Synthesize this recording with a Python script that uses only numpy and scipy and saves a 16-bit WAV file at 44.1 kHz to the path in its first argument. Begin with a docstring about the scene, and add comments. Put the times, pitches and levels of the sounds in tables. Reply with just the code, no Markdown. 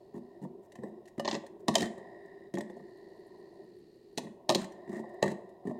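"""On a desk in a small quiet room, a plastic fidget spinner with silicone pop bubbles whirls close by.
One finger pins the hub while the other hand swipes at the rim: skin swishes, the lobes bump the finger,
and the toy clacks and rocks on the desk top, which thumps. Between swipes the bearing whirrs through
the desk, and hisses and ticks a little while the toy spins free."""
import sys
import numpy as np
from scipy import signal
from scipy.fft import rfft, irfft
from scipy.io import wavfile

SR = 44100
rng = np.random.default_rng(int(sys.argv[2]) if len(sys.argv) > 2 else 0)


def bounce(signal):
    """Save signal as a 16-bit WAV file at the path given by the first command-line argument."""
    frames = np.transpose(np.atleast_2d(signal))
    limited = np.clip(frames, -1, 1)
    pcm = np.round(limited * 32767).astype(np.int16)
    wavfile.write(sys.argv[1], SR, pcm)


N = 255726

# how freely the bearing runs: time_s, free_share (0 pinned, 1 free)
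FREE_RUNNING = [(0, 0.24), (0.42, 0.07), (0.55, 0.02), (2.6, 0), (2.95, 0.98), (4.16, 0.46), (4.2, 0)]
# a finger drags along the turning rim: start_s, length_s, first_bump_db, brush_db
RIM_SWIPES = [(0.1411, 0.055, -34.5, -72), (0.415, 0.045, -35.5, -71), (0.8218, 0.08, -36.5, -80),
              (1.264, 0.12, -42.5, -51.5), (1.769, 0.115, -30.5, -49), (4.231, 0.027, -37, -74),
              (4.557, 0.11, -33, -52.5), (4.8919, 0.13, -30, -62), (5.2593, 0.071, -34, -57),
              (5.6518, 0.072, -29.5, -71.5)]


def from_db(db):
    """Decibels to gain."""
    return 10 ** (np.asarray(db) / 20)


def rms_one(x):
    """Scale to unit rms."""
    return x / np.sqrt(np.mean(x ** 2) + 1e-20)


def in_time(rows):
    """Each column of an automation curve, sample by sample."""
    time_s, *columns = np.transpose(rows)
    return [np.interp(np.arange(N) / SR, time_s, c) for c in columns]


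def at_hz(points, hz):
    """Each column of a spectrum, read on a log-frequency axis."""
    known_hz, *columns = np.transpose(points)
    return [np.interp(np.log(np.maximum(hz, 1)), np.log(known_hz), c) for c in columns]


def passed(x, edges_hz, kind, order=2):
    """Causal Butterworth filter."""
    sections = signal.butter(order, np.clip(edges_hz, 10, .48 * SR), kind, fs=SR, output="sos")
    return signal.sosfilt(sections, x)


def coloured(noise, spectrum):
    """Shape a noise with an EQ curve; rms 1."""
    level_db, = at_hz(spectrum, np.fft.rfftfreq(N, 1 / SR))
    return rms_one(irfft(rfft(noise) * from_db(level_db), N))


def resonating(force, resonances):
    """A force heard through a few resonances; rms 1."""
    return rms_one(sum(from_db(db) * rms_one(passed(force, [hz - width / 2, hz + width / 2], "band"))
                       for hz, width, db in resonances))


def add(out, sound, start_s):
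    """Mix a sound in at its start time."""
    start = max(round(start_s * SR), 0)
    out[start:start + len(sound)] += sound[:N - start]


def room_tone(level_db):
    """A faint steady bed of still room and microphone noise."""
    # the bed's colour: frequency_hz, level_db
    spectrum = [(25, -0.5), (60, 5.5), (130, 11.5), (300, 7.5), (700, 2.5), (1400, -18.5), (3000, -19.5),
                (6000, -25), (10000, -26.5), (16000, -26.5)]
    return from_db(level_db) * coloured(rng.standard_normal(N), spectrum)


def rolling(rate_hz, throb_db):
    """Balls grind in their race, pressed harder once in each slightly uneven cycle."""
    wander = rms_one(passed(rng.standard_normal(N), 6, "low"))
    phase = 2 * np.pi * np.cumsum(rate_hz * (1 + 0.077 * wander)) / SR
    return rng.standard_normal(N) * from_db(throb_db * np.sin(phase))


def bearing():
    """The spinning toy drones and rattles through the desk; its hub rings and hisses."""
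    # fader moves of the running bearing: time_s, drone_db, rattle_db, ring_db
    spin_levels = [(0.05, -57, -61.5, -82), (0.36, -54.5, -58.5, -72), (0.55, -51, -59.5, -91),
                   (0.72, -60, -60, -75), (0.92, -49, -55, -74), (1.13, -62.5, -62, -80),
                   (1.6, -49.5, -58.5, -81), (2.0, -52, -49, -57.5), (2.47, -51, -60, -64),
                   (2.52, -61, -64, -75), (2.75, -52, -59.5, -63.5), (3.62, -52, -57.5, -71),
                   (3.86, -54.5, -84.5, -78), (4.42, -57, -57.5, -83), (4.75, -52.5, -54, -63.5),
                   (5.15, -49, -48, -59), (5.59, -58.5, -56, -76.5), (5.78, -49, -48, -63)]
    # desk and hub resonances that the bearing excites: centre_hz, width_hz, level_db
    drone_bands = [(372.8, 67, 2.5), (213.2, 90, -10)]
    rattle_bands = [(604, 85, -5.5), (678, 121, -1), (924, 240, -6.5)]
    ring_bands = [(1867, 149, 0)]
    # hiss with the hub loaded, and running free: centre_hz, width_hz, level_db
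    loaded_bands = [(3890, 430, 0.5), (4800, 640, -2), (2850, 220, -7.5), (7000, 590, -10.5),
                    (8700, 830, -10)]
    free_bands = [(4274, 710, 0), (2900, 1240, -8.5), (6700, 1000, -13), (8450, 1100, -15.5),
                  (11550, 530, -20)]
    drone_db, rattle_db, ring_db = in_time(spin_levels)
    free, = in_time(FREE_RUNNING)
    # the dragging finger loads the bearing
    pressed = finger_pressure([(start_s, length_s, 0) for start_s, length_s, *_ in RIM_SWIPES])
    rattle_db += 5.5 * pressed
    ring_db += 12 * pressed
    grind = rolling(rate_hz=25.43, throb_db=2.0)   # one throb a turn
    desk_grind = passed(grind, 1070, "low", order=12)   # the desk passes almost nothing higher
    drone = from_db(drone_db - 0.4) * resonating(grind, drone_bands)
    rattle = from_db(rattle_db - 4.5) * resonating(desk_grind, rattle_bands)
    flutter = rolling(rate_hz=70.8, throb_db=2.5)   # the balls pass several times a turn
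    ring = from_db(ring_db - 2.7) * resonating(flutter, ring_bands)
    free_hiss = from_db(-74.5) * resonating(flutter, free_bands)
    loaded_hiss = from_db(-46 + 0.54 * ring_db) * resonating(flutter, loaded_bands)
    return drone + rattle + ring + np.sqrt(free) * free_hiss + np.sqrt(1 - free) * loaded_hiss


def ball_ticks(per_s, level_db):
    """While the bearing runs free, its loose balls now and then tick against each other."""
    # clicks of the balls in their cage: centre_hz, width_hz, level_db
    tick_bands = [(9250, 1300, -3), (11400, 720, -4)]
    t = np.arange(SR // 40) / SR
    free, = in_time(FREE_RUNNING)
    touches = (rng.random(N) < per_s / SR) * rng.uniform(0.53, 1, N)
    chatter = signal.fftconvolve(touches, np.exp(-t / 0.011))[:N] * rng.standard_normal(N)
    return from_db(level_db) * free * resonating(chatter, tick_bands)


def finger_pressure(strokes):
    """The finger's pressure swells and fades in each stroke: start_s, length_s, level_db."""
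    pressure = np.zeros(N)
    for start_s, length_s, level_db in strokes:
        swell = np.sqrt(np.hanning(int(length_s * SR)))
        add(pressure, from_db(level_db) * swell, start_s)
    return pressure


def skin_brushes():
    """Skin sticks and slips on the rim in a grainy swish; light strokes are the brightest."""
    # a fingernail grazes the rim: start_s, length_s, level_db
    grazes = [(0.62, .05, -75), (1.594, 0.024, -72), (2.254, 0.011, -71.5), (5.089, .015, -70.5),
              (5.134, 0.018, -76)]
    # the colour of rubbing skin: frequency_hz, level_db
    swish_spectrum = [(2000, 2.5), (2700, -8), (4000, -5), (5500, -6.5), (7300, 0), (9000, -6.5),
                      (10500, -23), (16000, -32.5)]
    strokes = [(start_s, length_s, brush_db) for start_s, length_s, _, brush_db in RIM_SWIPES]
    pressure = finger_pressure(strokes + grazes)
    slips = from_db(3.5 * rms_one(passed(rng.standard_normal(N), 220, "low")))
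    friction = rng.standard_normal(N) * slips
    fine_hiss = from_db(-65.5) * pressure ** 0.21 * rms_one(passed(friction, 7000, "high"))
    return pressure * coloured(friction, swish_spectrum) + fine_hiss


def lobe_bumps(count, fade_db):
    """The rim's lobes bump the finger in turn. Rows: start_s, clack_db, thump_db, knock_db, hub_db."""
    rows = []
    for start_s, length_s, bump_db, brush_db in RIM_SWIPES:
        gaps = rng.uniform(.8, 1.2, count) / count
        for progress in np.cumsum(gaps) - gaps[0]:
            thump_db = bump_db - fade_db * progress
            bump_s = start_s + progress * length_s
            rows.append((bump_s, brush_db + 15.5, thump_db, bump_db - 13, brush_db + 6.5))
    return np.array(rows)


def struck(modes, level_db, spread_db, detune, tilt_db=0):
    """One ring per hit; where the finger lands shifts the modes' balance and pitch."""
    t, rings = np.arange(SR // 6) / SR, 0
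    chance = rng.standard_normal((len(level_db), len(modes), 3))
    for k, (hz, mode_db, t60) in enumerate(modes):
        level_draw, pitch_draw, polarity_draw = chance[:, k].T
        octaves = np.log2(hz / modes[len(modes) // 2][0])
        gain = from_db(mode_db + tilt_db * octaves + spread_db * level_draw) * np.sign(polarity_draw)
        pitch_hz = hz * (1 + detune * pitch_draw)
        tone = np.sin(2 * np.pi * pitch_hz[:, None] * t)
        rings = rings + gain[:, None] * tone * from_db(-60 * t / t60)
    size = rings.std(axis=1)
    return rings * (from_db(level_db) * size.mean() / size)[:, None]


def desk_thumps(thump_db, knock_db):
    """The desk radiates little below its lowest mode, and the cushioned blow shuts off its highs."""
    # modes of the desk top: pitch_hz, level_db, t60_s
    desk_modes = [(132, -1, 0.033), (160, -3.5, 0.087), (214.7, 4.5, 0.1), (327, 2, 0.067),
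                  (377.2, 8, 0.054), (548.4, -2.5, 0.12), (669, 2.5, 0.046), (772, -9.5, 0.053),
                  (907.3, -3.5, 0.045), (994, -5.5, 0.03), (1170, -10, 0.043)]
    low_modes = [mode for mode in desk_modes if mode[0] < 470]
    high_modes = [mode for mode in desk_modes if mode[0] >= 470]
    # a harder blow is shorter and favours the upper modes; a soft finger pad pushes for milliseconds
    hardness_db = 0.25 * (knock_db + 40.5)
    attack_s = .002 * from_db(-3.5 * hardness_db)
    push = 1 - np.exp(-np.arange(SR // 6) / SR / attack_s[:, None])
    thump = struck(low_modes, thump_db - 6.5, spread_db=0, detune=0.082, tilt_db=hardness_db)
    thump = passed(thump, 700, "low", order=4)
    knock = struck(high_modes, knock_db - 7.5, spread_db=6.5, detune=0.043, tilt_db=hardness_db - 0.5)
    knock = passed(passed(knock, 1130, "low", order=10), 370, "high")
    return passed(push * (thump + knock), 110, "high", order=4)


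def hub_rings(hub_db):
    """Each hit sets the hub ringing with a short ping."""
    # modes of the hub: pitch_hz, level_db, t60_s
    hub_modes = [(1750, -7.5, 0.056), (1857, 3.5, 0.045), (2010, -13, 0.1), (3874, -22, 0.03),
                 (7700, -18, .09)]
    return passed(struck(hub_modes, hub_db - 4, spread_db=2.5, detune=.02), 1500, "high", order=5)


def shell_clacks(clack_db, treble_db):
    """The plastic shell cracks and rings while the rim scuffs briefly."""
    # modes of the shell: pitch_hz, level_db, t60_s
    shell_modes = [(2682, -4.5, 0.037), (2990, -5.5, 0.04), (3405, -4, 0.033), (3792, 5, 0.016),
                   (4185, 6, 0.018), (4560, -3.5, 0.013), (4937, -4.5, 0.02), (5770, -3.5, 0.021),
                   (6110, -1.5, 0.0065), (6825, 4.5, 0.012), (6900, -14, 0.018), (8000, 2, 0.0047),
                   (8790, 8.5, .018), (10800, -12.5, .014), (12200, -6, .014), (12800, -24, 0.01),
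                   (14600, -5.5, .012)]
    t = np.arange(SR // 6) / SR
    softness = from_db(-.17 * (clack_db + 19.5))[:, None]   # light hits land slower and slide longer
    attack = 1 - np.exp(-t / (0.0011 * softness ** 2))
    shell = struck(shell_modes, clack_db - 20.5, spread_db=7, detune=0.025)
    slide = np.exp(-t / (0.003 * softness)) / np.sqrt(softness)
    scuff = from_db(clack_db - 3)[:, None] * rng.standard_normal(shell.shape) * slide
    # hard plastic meets the desk with one sharp push and pull of pressure
    stroke = (t - .0013) / .00006
    crack = from_db(clack_db + 2)[:, None] * stroke * np.exp(-stroke ** 2) / softness ** 2
    clack = passed((shell + scuff) * attack + crack, 2200, "high", order=3)
    top = passed(passed(clack, 7390, "high", order=6), 9000, "low")
    return passed(clack, 6860, "low", order=10) + from_db(treble_db)[:, None] * top


def room_reverb(sound):
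    """Diffuse reverb: in each band, noise builds up after the first wall and dies away."""
    # the room's tail: frequency_hz, t60_s, level_db
    tail_bands = [(101, 0.1, -5), (225, 0.44, -3), (500, 1, -14), (970, 0.55, -11), (2500, 0.42, -11),
                  (6000, 0.26, -15), (9800, 0.46, -13.5), (16000, .28, -24.5)]
    t, response = np.arange(SR * 3 // 5) / SR, 0
    edges_hz = np.geomspace(80, 16000, 13)
    for low, high in zip(edges_hz, edges_hz[1:]):
        t60, level_db = at_hz(tail_bands, np.sqrt(low * high))
        envelope = np.clip((t - .004) / 0.002, 0, 1) * from_db(-60 * t / t60)
        envelope /= np.sqrt(np.sum(envelope ** 2))
        band = passed(rng.standard_normal(len(t)), [low, high], "band")
        response = response + from_db(level_db) * envelope * band
    return signal.fftconvolve(sound, response)[:N]


def taps(landing_lead_s, rebound_s):
    """The finger lands, the toy strikes, then it bounces once: a row of levels for each hit."""
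    # the toy is tapped or tips onto the desk: start_s, clack_db, thump_db, knock_db, hub_db
    strikes = [(0.449, -63, -38.5, -42, -76), (0.7193, -43.5, -64, -53.5, -55.5),
               (0.7541, -43, -54, -45.5, -49), (0.7866, -61, -34, -45, -56),
               (0.834, -49, -32.5, -39.5, -46), (1.055, -48.5, -73, -81, -62),
               (1.0752, -46.5, -59, -65.5, -55.5), (1.0822, -48, -58, -59.5, -53),
               (1.1793, -45, -29, -42, -51), (1.196, -27.5, -43, -26.5, -38),
               (1.2475, -29, -34.5, -32.5, -43), (1.2531, -25.5, -34, -29.5, -38),
               (1.2766, -18.5, -32, -26, -34), (1.2853, -21.5, -34.5, -37, -35),
               (1.3119, -20, -47.5, -33, -39.5), (1.328, -27, -29.5, -36.5, -39.5),
               (1.3435, -25.5, -34, -35, -42.5), (1.35, -25, -33.5, -31, -37.5),
               (1.4356, -70, -61.5, -39, -57.5), (1.4639, -42.5, -64, -49.5, -51.5),
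               (1.6819, -15.5, -30.5, -22, -30), (1.6859, -26, -22, -25, -41),
               (1.7406, -28.5, -40, -35.5, -38.5), (1.7539, -7, -37.5, -18.5, -27),
               (1.7812, -20, -31.5, -35.5, -40), (1.8065, -21.5, -29, -43, -36.5),
               (1.8198, -23.5, -30.5, -31.5, -51.5), (1.8272, -30, -29, -39, -29.5),
               (1.9784, -48.5, -41.5, -44.5, -54), (2.5387, -35, -28.5, -37, -44.5),
               (2.5521, -37.5, -36.5, -41.5, -47), (2.5722, -46, -35, -36, -36.5),
               (2.5832, -32.5, -30.5, -34.5, -46), (2.607, -34, -36, -35, -36.5),
               (2.6979, -48.5, -42, -42, -51), (2.7664, -54, -42.5, -43, -64),
               (2.7983, -62, -46.5, -45.5, -66), (4.1749, -21, -28, -44, -40.5),
               (4.1805, -20, -47, -31.5, -41), (4.2692, -57, -40, -44.5, -50.5),
               (4.4924, -12.5, -27.5, -19.5, -31), (4.4994, -15, -26.5, -18.5, -42),
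               (4.5075, -23, -36, -26.5, -38.5), (4.5213, -25.5, -30, -48, -42),
               (4.5472, -12.5, -44, -26, -41), (4.5524, -16.5, -24, -31.5, -39),
               (4.7202, -46, -62.5, -50.5, -52), (4.877, -60, -37, -50, -53.5),
               (5.038, -65, -46.5, -39, -61), (5.226, -17.5, -23.5, -18.5, -23.5),
               (5.2381, -34, -26, -30, -55.5), (5.2581, -37.5, -27.5, -31, -38.5),
               (5.2785, -37.5, -32.5, -36, -31), (5.3159, -39.5, -31.5, -41.5, -57),
               (5.4901, -54.5, -71, -57.5, -65), (5.671, -44.5, -32.5, -43, -44),
               (5.7105, -59, -43, -35.5, -52.5)]
    strikes = np.array(strikes)
    start_s, levels_db = strikes[:, 0], strikes[:, 1:]
    delay_s = rebound_s * np.exp(.2 * rng.standard_normal(len(start_s)))
    firm_clack_db = -28   # lighter hits hardly bounce
    spare_db = levels_db - .5 * np.maximum(firm_clack_db - levels_db[:, :1], 0)
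    landing_loss_db, rebound_loss_db = (26, 14, 16, 24), (13, 11, 8.8, 14)   # clack, thump, knock, hub
    landings = np.column_stack([start_s - landing_lead_s, spare_db - landing_loss_db])
    rebounds = np.column_stack([start_s + delay_s, spare_db - rebound_loss_db])
    return np.vstack([strikes, landings, rebounds])


def impacts():
    """Every tap and lobe bump layers a hub ping, a desk thump and a shell clack."""
    hits = np.vstack([taps(landing_lead_s=.0045, rebound_s=.007), lobe_bumps(count=4, fade_db=6.5)])
    start_s, clack_db, thump_db, knock_db, hub_db = hits.T
    dull = (start_s > 1.24) & (start_s < 1.40)   # one run of clacks has hardly any top treble
    treble_db = -11 - 0.25 * clack_db - 39 * dull   # light hits keep a larger share of it
    sounds = hub_rings(hub_db) + desk_thumps(thump_db, knock_db) + shell_clacks(clack_db, treble_db)
    out = np.zeros(N)
    for hit_s, sound in zip(start_s, sounds):
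        add(out, sound, hit_s)
    return out


def scene():
    """Hits and swishes with room reverb, over the dry bearing and the room tone; mono."""
    handling = impacts() + skin_brushes()
    reverb = room_reverb(handling)
    whirr = bearing() + ball_ticks(per_s=12, level_db=-89)
    return (handling + reverb + whirr + room_tone(level_db=-67))[None]


def record(dry):
    """A steep low-pass shaves off the very top."""
    cutoff_hz = 16100
    return signal.sosfilt(signal.ellip(10, .1, 80, cutoff_hz, fs=SR, output="sos"), dry)


dry = scene()
out = record(dry)
bounce(out)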